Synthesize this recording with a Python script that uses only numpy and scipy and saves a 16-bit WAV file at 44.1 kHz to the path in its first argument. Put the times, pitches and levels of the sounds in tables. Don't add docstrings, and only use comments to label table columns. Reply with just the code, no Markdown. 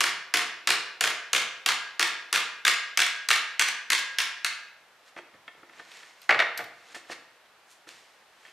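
import sys
import numpy as np
from scipy import signal
from scipy.fft import rfft, irfft, next_fast_len
from scipy.io import wavfile

SR = 44100
rng = np.random.default_rng(int(sys.argv[2]) if len(sys.argv) > 2 else 0)


def master(y):
    cut = np.clip(np.atleast_2d(y).T, -1, 1)
    pcm = np.round(cut * 32767)
    wavfile.write(sys.argv[1], SR, pcm.astype(np.int16))


def invert_db(x):
    u = np.asarray(x, float) / 20
    return 10 ** u


N = 375732

# t/s, peak/dB, first rebound re blow/dB, drop-back delay/s, drop-back re blow/dB
BLOWS = [(0.006, -9, -17, 0.033, -2), (0.3388, -9.5, -8.5, .032, -2.5), (0.6726, -10.5, -4.5, .0305, -0.5),
         (1.0085, -9, -13.5, 0.03, -1), (1.3313, -8.5, -5.5, 0.03, -3.5), (1.661, -8.5, -9, 0.027, -4),
         (1.9947, -10.5, -10.5, 0.032, -1.5), (2.3274, -10.5, -6.5, 0.031, 0),
         (2.6504, -9, -0.5, 0.028, 1.5), (2.9735, -8.5, -2, 0.028, 0.5), (3.2867, -10.5, 3, .025, 2),
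         (3.5945, -8, -2, 0.026, -2), (3.9019, -9, -1.5, 0.029, -1.5), (4.1849, -9.5, -1.5, 0.033, -7.5),
         (4.4457, -11, -4, 0.034, -18.5)]
# f/Hz, density/dB per Hz
BENCH = [(24, -72), (40, -40), (276, -31.5), (312, -14.5), (600, -5.5), (715, -1.5), (942, -11), (1150, -1),
         (1950, 1), (3930, -16), (9220, -48.5), (16000, -57)]
# f/Hz, side minus mid/dB
SHOP_SIDE = [(60, -6), (110, -24), (200, -31), (380, -26), (700, -17), (1290, -15.5), (2380, -9.5),
             (4400, -6.5), (8120, -5), (15000, -14)]
EDGES_HZ = 28 * 2 ** np.arange(0, 9.4, 1 / 3)


def at_hz(points, hz):
    table_hz, value = np.transpose(points)
    return np.interp(np.log(hz), np.log(table_hz), value)


def bands():
    for low, high in zip(EDGES_HZ, EDGES_HZ[1:]):
        yield np.sqrt(low * high), signal.butter(2, [low, high], "band", fs=SR, output="sos")


def train(times, sizes, size):
    out = np.full(size, 1e-18)
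    np.add.at(out, np.round(times * SR).astype(int), sizes)
    return out


def decaying(clicks, t60):
    return signal.lfilter([1], [1, -invert_db(-60 / (t60 * SR))], clicks)


def ring(clicks, hz, t60):
    r, w = invert_db(-60 / (t60 * SR)), 2 * np.pi * hz / SR
    return signal.lfilter([0, np.sin(w)], [1, -2 * r * np.cos(w), r * r], clicks)


def top_cut(x, hz):
    return signal.sosfilt(signal.ellip(8, .5, 50, hz, fs=SR, output="sos"), x)


def struck(events, spectrum, crack_t60, crack_db, body, body_db):
    # f/Hz, level/dB, t60/s
    head = [(1630, -11, .35), (6030, -12, 0.1), (6950, -16, 0.1), (9570, -24, 0.08), (10450, -19, 0.04),
            (14700, -24, 0.05)]
    bass_cut_hz = 145
    s, peak_db, tilt, head_db, treble = np.transpose(events)
    first = int(s.min() * SR) - 1
    n = min(N - first, int((np.ptp(s) + 1) * SR))
    s = s - first / SR
    white = rng.standard_normal((2, n))
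    out = np.zeros(n)
    luck = rng.normal(0, 1, (len(s), 60))

    def slope(hz):
        return (treble if hz > 2000 else tilt) * np.log2(hz / 2000)

    for k, (hz, sos) in enumerate(bands()):
        size = invert_db(peak_db + crack_db + at_hz(spectrum, hz) + slope(hz) + luck[:, k])
        lasts = crack_t60 * (2000 / hz) ** 0.24
        dying = decaying(train(s, size, n), lasts)
        out += signal.sosfilt(sos, dying * white[k % 2])
    for k, (hz, db, t60) in enumerate(body):
        size = invert_db(peak_db + body_db + db + slope(hz) + 2.5 * luck[:, 30 + k])
        out += ring(train(s, size, n), hz, t60)
    for k, (hz, db, t60) in enumerate(head):
        size = invert_db(peak_db + head_db + db + 2.5 * luck[:, 50 + k])
        out += ring(train(s, size, n), hz, t60)
    out = signal.sosfilt(signal.butter(3, bass_cut_hz, "high", fs=SR, output="sos"), out)
    return np.pad(out, (first, N - first - n))


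def contacts():
    # t/s, narrowing/dB per octave, hammer ring/dB
    seating = [(0, -0.5, -26), (2.4, 1, -16), (2.6, 4, -17), (4.0, 4.5, -13), (4.3, 7.5, -16)]
    rebound_s, rebound_loss_db, rebound_dull_db = .0172, 7.5, 2.5
    rattles, rattle_s, rattle_db, rattle_fade_db = 8, .09, -9.5, 6
    treble_share = -0.091
    drop_dull_db = 1
    s, db, rebound_db, delay, back_db = np.transpose(BLOWS)
    late = rng.random((len(s), rattles))
    chatter_s = s[:, None] + .004 + rattle_s * late
    when = np.concatenate([s, s + delay, s + rebound_s, s + delay + rebound_s, chatter_s.ravel()])
    chatter_db = (db + np.minimum(back_db, 0))[:, None] + rattle_db - rattle_fade_db * late
    second_db = db + back_db - rebound_loss_db
    level = np.concatenate([db, db + back_db, db + rebound_db, second_db, chatter_db.ravel()])
    at, narrow, ring_db = np.transpose(seating)
    narrow = np.interp(when, at, narrow)
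    kind = np.arange(len(when)) // len(s)
    treble = treble_share * narrow
    treble = treble - rebound_dull_db * ((kind == 2) | (kind == 3))
    treble = treble - drop_dull_db * ((kind == 1) | (kind > 3))
    return np.transpose([when, level, narrow, np.interp(when, at, ring_db), treble])


def clutch_taps(blows):
    # f/Hz, density/dB per Hz
    clutch = [(40, -37), (220, -32), (297, -16.5), (542, -15), (770, -13), (1280, -2.5), (1700, -0.5),
              (3140, -2), (7000, -9), (8990, -14), (9940, -12.5), (13400, -22.5), (14800, -21),
              (16000, -47)]
    # f/Hz, level/dB, t60/s
    casting = [(716, -3, 0.13), (1297, -11, 0.12), (1370, -8, 0.13), (1540, -37, .08), (1633, -3.5, 0.12),
               (1830, -21, 0.22), (2100, -41, 0.067), (2450, -13, 0.17), (2780, -22, 0.17),
               (3240, -5, 0.12), (3890, -11, 0.1), (4140, -8, 0.096), (4820, 1, 0.068)]
    taps = struck(blows, clutch, crack_t60=0.027, crack_db=7.5, body=casting, body_db=-27)
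    return top_cut(taps, 15700)


def thuds(blows):
    # t/s, level/dB
    jolts = [
        (6.292, -4),
        (6.59, -12),
        (7.097, -24),
        (7.87, -22),
    ]
    thud_hz, thud_db, thud_t60_s, swell_hz = 129, -48.5, 0.57, 8.1
    seating_db = 3
    s, db, narrow = blows[:len(BLOWS), :3].T
    hits = np.transpose([s, db - seating_db * narrow])
    s, db = np.vstack([hits, jolts]).T
    shape = decaying(train(s, invert_db(db + thud_db), N), thud_t60_s)
    shape = signal.sosfilt(signal.butter(1, swell_hz, fs=SR, output="sos"), shape)
    sos = signal.butter(2, [thud_hz / 1.24, thud_hz * 1.47], "band", fs=SR, output="sos")
    hum = signal.sosfilt(sos, rng.standard_normal(N))
    return shape * hum / np.std(hum)


def hammer_laid():
    # t/s, peak/dB, brightness/dB per octave, ring/dB
    touches = [(6.292, -8, 1.5, -45), (6.307, -11, 1.5, -45), (6.323, -19, -0.5, -43),
               (6.343, -16.5, -0.5, -43), (6.391, -11.5, 3, -45), (6.4, -11.5, 3.5, -45),
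               (6.42, -19.5, 3, -45), (6.575, -37, 21, -43), (6.59, -26, -4, -45),
               (6.604, -31.5, -3.5, -43), (6.641, -43, 15, -45)]
    # f/Hz, level/dB, t60/s
    plate = [(324, -16, 0.2), (722, -5.5, 0.25), (1180, -7, .1), (1470, -4, 0.16), (1910, -0.5, 0.11),
             (4630, -2.5, 0.02)]
    events = [(*row, row[2]) for row in touches]
    return struck(events, BENCH, crack_t60=0.062, crack_db=9.5, body=plate, body_db=-19)


def small_knocks():
    # t/s, peak/dB, brightness/dB per octave
    touches = [(5.164, -34, -4.5), (5.176, -32, -1), (5.187, -29.5, -2), (5.34, -47, -2), (5.479, -28.5, 2),
               (5.547, -51, -6), (5.63, -42.5, -6), (5.695, -39.5, -2), (5.734, -43, 5), (5.797, -31, -1),
               (5.916, -41, 14), (6.031, -34.5, 3), (6.217, -47.5, 20), (6.903, -47, 6.5),
               (6.945, -31, -0.5), (6.954, -33.5, 2), (6.962, -37, -4.5), (7.097, -35.5, -7.5),
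               (7.119, -30, 2), (7.458, -50, 6), (7.87, -44.5, -7), (8.451, -38.5, 3), (8.463, -42, 3),
               (8.481, -39, 2)]
    # f/Hz, level/dB, t60/s
    bearing = [(330, -10, 0.11), (703, -6, 0.15), (1240, -5, 0.044), (1790, 5.5, 0.098), (1940, -6.5, 0.13),
               (2597, -4.5, 0.14), (3235, -1.5, 0.062)]
    events = [(*row, -50, row[2]) for row in touches]
    return struck(events, BENCH, crack_t60=0.026, crack_db=7, body=bearing, body_db=-17.5)


def rubbing():
    # peak t/s, level/dB, swell/s, fade/s, brightness/dB per octave
    moves = [(5.085, -52, 0.091, 0.054, 1), (5.18, -41.5, .03, 0.045, -2), (5.35, -52, 0.026, 0.041, -7),
             (5.485, -52, .004, 0.027, -2), (5.58, -57, 0.06, 0.18, -5.5), (5.8, -47.5, 0.15, 0.045, -2),
             (5.955, -45.5, 0.32, 0.5, .5), (6.23, -54, 0.033, 0.079, 4), (6.93, -48, 0.36, 0.038, 0),
             (6.948, -37.5, .004, 0.089, 2), (7.121, -32.5, 0.057, 0.054, -0.5),
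             (7.719, -58.5, 0.083, 0.1, 7), (7.878, -47, .01, 0.44, 1.5), (8.46, -56, 0.24, 0.54, 2)]
    # f/Hz, density/dB per Hz
    colour = [(59, -38), (100, -25), (304, -9), (942, -3), (1500, -1), (1880, 2), (2400, -1), (4090, -5),
              (7670, -11.5), (13500, -30), (15000, -55)]
    stroke_range_db = 29.5
    first = int((moves[0][0] - .5) * SR)
    t = np.arange(first, N) / SR
    shape = (2, len(t))
    grains = invert_db(2.1 * rng.exponential(1, shape)) * rng.standard_normal(shape)
    grains = grains * (rng.random(shape) < .15)
    s, db, swell, fade, slope = np.transpose(moves)[:, :, None]
    strokes = invert_db(db - stroke_range_db * np.maximum((s - t) / swell, (t - s) / fade)) + 1e-12
    level = strokes.sum(0)
    tilt = (strokes * slope).sum(0) / level
    plain, tilted = 0, 0
    for k, (hz, sos) in enumerate(bands()):
        layer = invert_db(at_hz(colour, hz)) * signal.sosfilt(sos, grains[k % 2])
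        plain = plain + layer
        tilted = tilted + invert_db(tilt * np.log2(hz / 2000)) * layer
    return np.pad(level / np.std(plain) * tilted, (first, 0))


def left_right(mid, side):
    return np.array([mid + side, mid - side])


def workshop(x):
    # f/Hz, t60/s
    shop_t60 = [(100, 0.68), (300, 0.68), (800, 0.7), (2000, 0.67), (5000, 0.53), (12000, 0.28),
                (15000, .16)]
    t = np.arange(int(.8 * SR)) / SR
    white = rng.standard_normal((2, 2, len(t)))
    answer = 0
    for k, (hz, sos) in enumerate(bands()):
        decay = invert_db(-60 * t / np.clip(at_hz(shop_t60, hz), .1, 2))
        width = invert_db([[0], [at_hz(SHOP_SIDE, hz)]])
        answer = answer + signal.sosfilt(sos, white[k % 2]) * decay * width
    build_up = np.clip((t - .004) / 0.0055, 0, 1)
    answer = answer * build_up / np.sqrt(np.sum(answer[0] ** 2))
    mid, side = signal.fftconvolve(x[None], answer, axes=1)[:, :N]
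    return left_right(mid, side)


def air():
    # f/Hz, level/dB
    tone = [(15, -47), (25, -16), (271, -2), (673, 7), (1460, 7), (3500, -1), (7090, -11), (13500, -16.5)]
    air_db = -58.5
    size = next_fast_len(N)
    hz = np.arange(size // 2 + 1) * SR / size + 1
    colour = invert_db(at_hz(tone, hz) + np.array([0 * hz, at_hz(SHOP_SIDE, hz) + 3]))
    out = irfft(rfft(rng.standard_normal((2, size))) * colour, size)[:, :N]
    mid, side = invert_db(air_db) * out / np.std(out[0])
    return left_right(mid, side)


def scene():
    hiss_top_hz = 14000
    blows = contacts()
    taps = clutch_taps(blows)
    hum = thuds(blows)
    laid = hammer_laid()
    knocks = small_knocks()
    rubs = rubbing()
    a_little_left, a_little_right = invert_db([[.1], [-.1]]), invert_db([[-.4], [.4]])
    faint = laid * a_little_left + (knocks + invert_db(-3) * rubs) * a_little_right + air()
    wet = top_cut(invert_db(-8.5) * laid + invert_db(-9.5) * knocks + invert_db(-11) * rubs, hiss_top_hz)
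    room = workshop(invert_db(-4) * taps + wet)
    return taps * a_little_left + hum + room + top_cut(faint, hiss_top_hz)


def band_limit(x):
    return signal.sosfilt(signal.butter(12, 16810, fs=SR, output="sos"), x)


def record(dry):
    mix = 0.66 * np.tanh(dry / 0.73)
    return band_limit(mix)


dry = scene()
out = record(dry)
master(out)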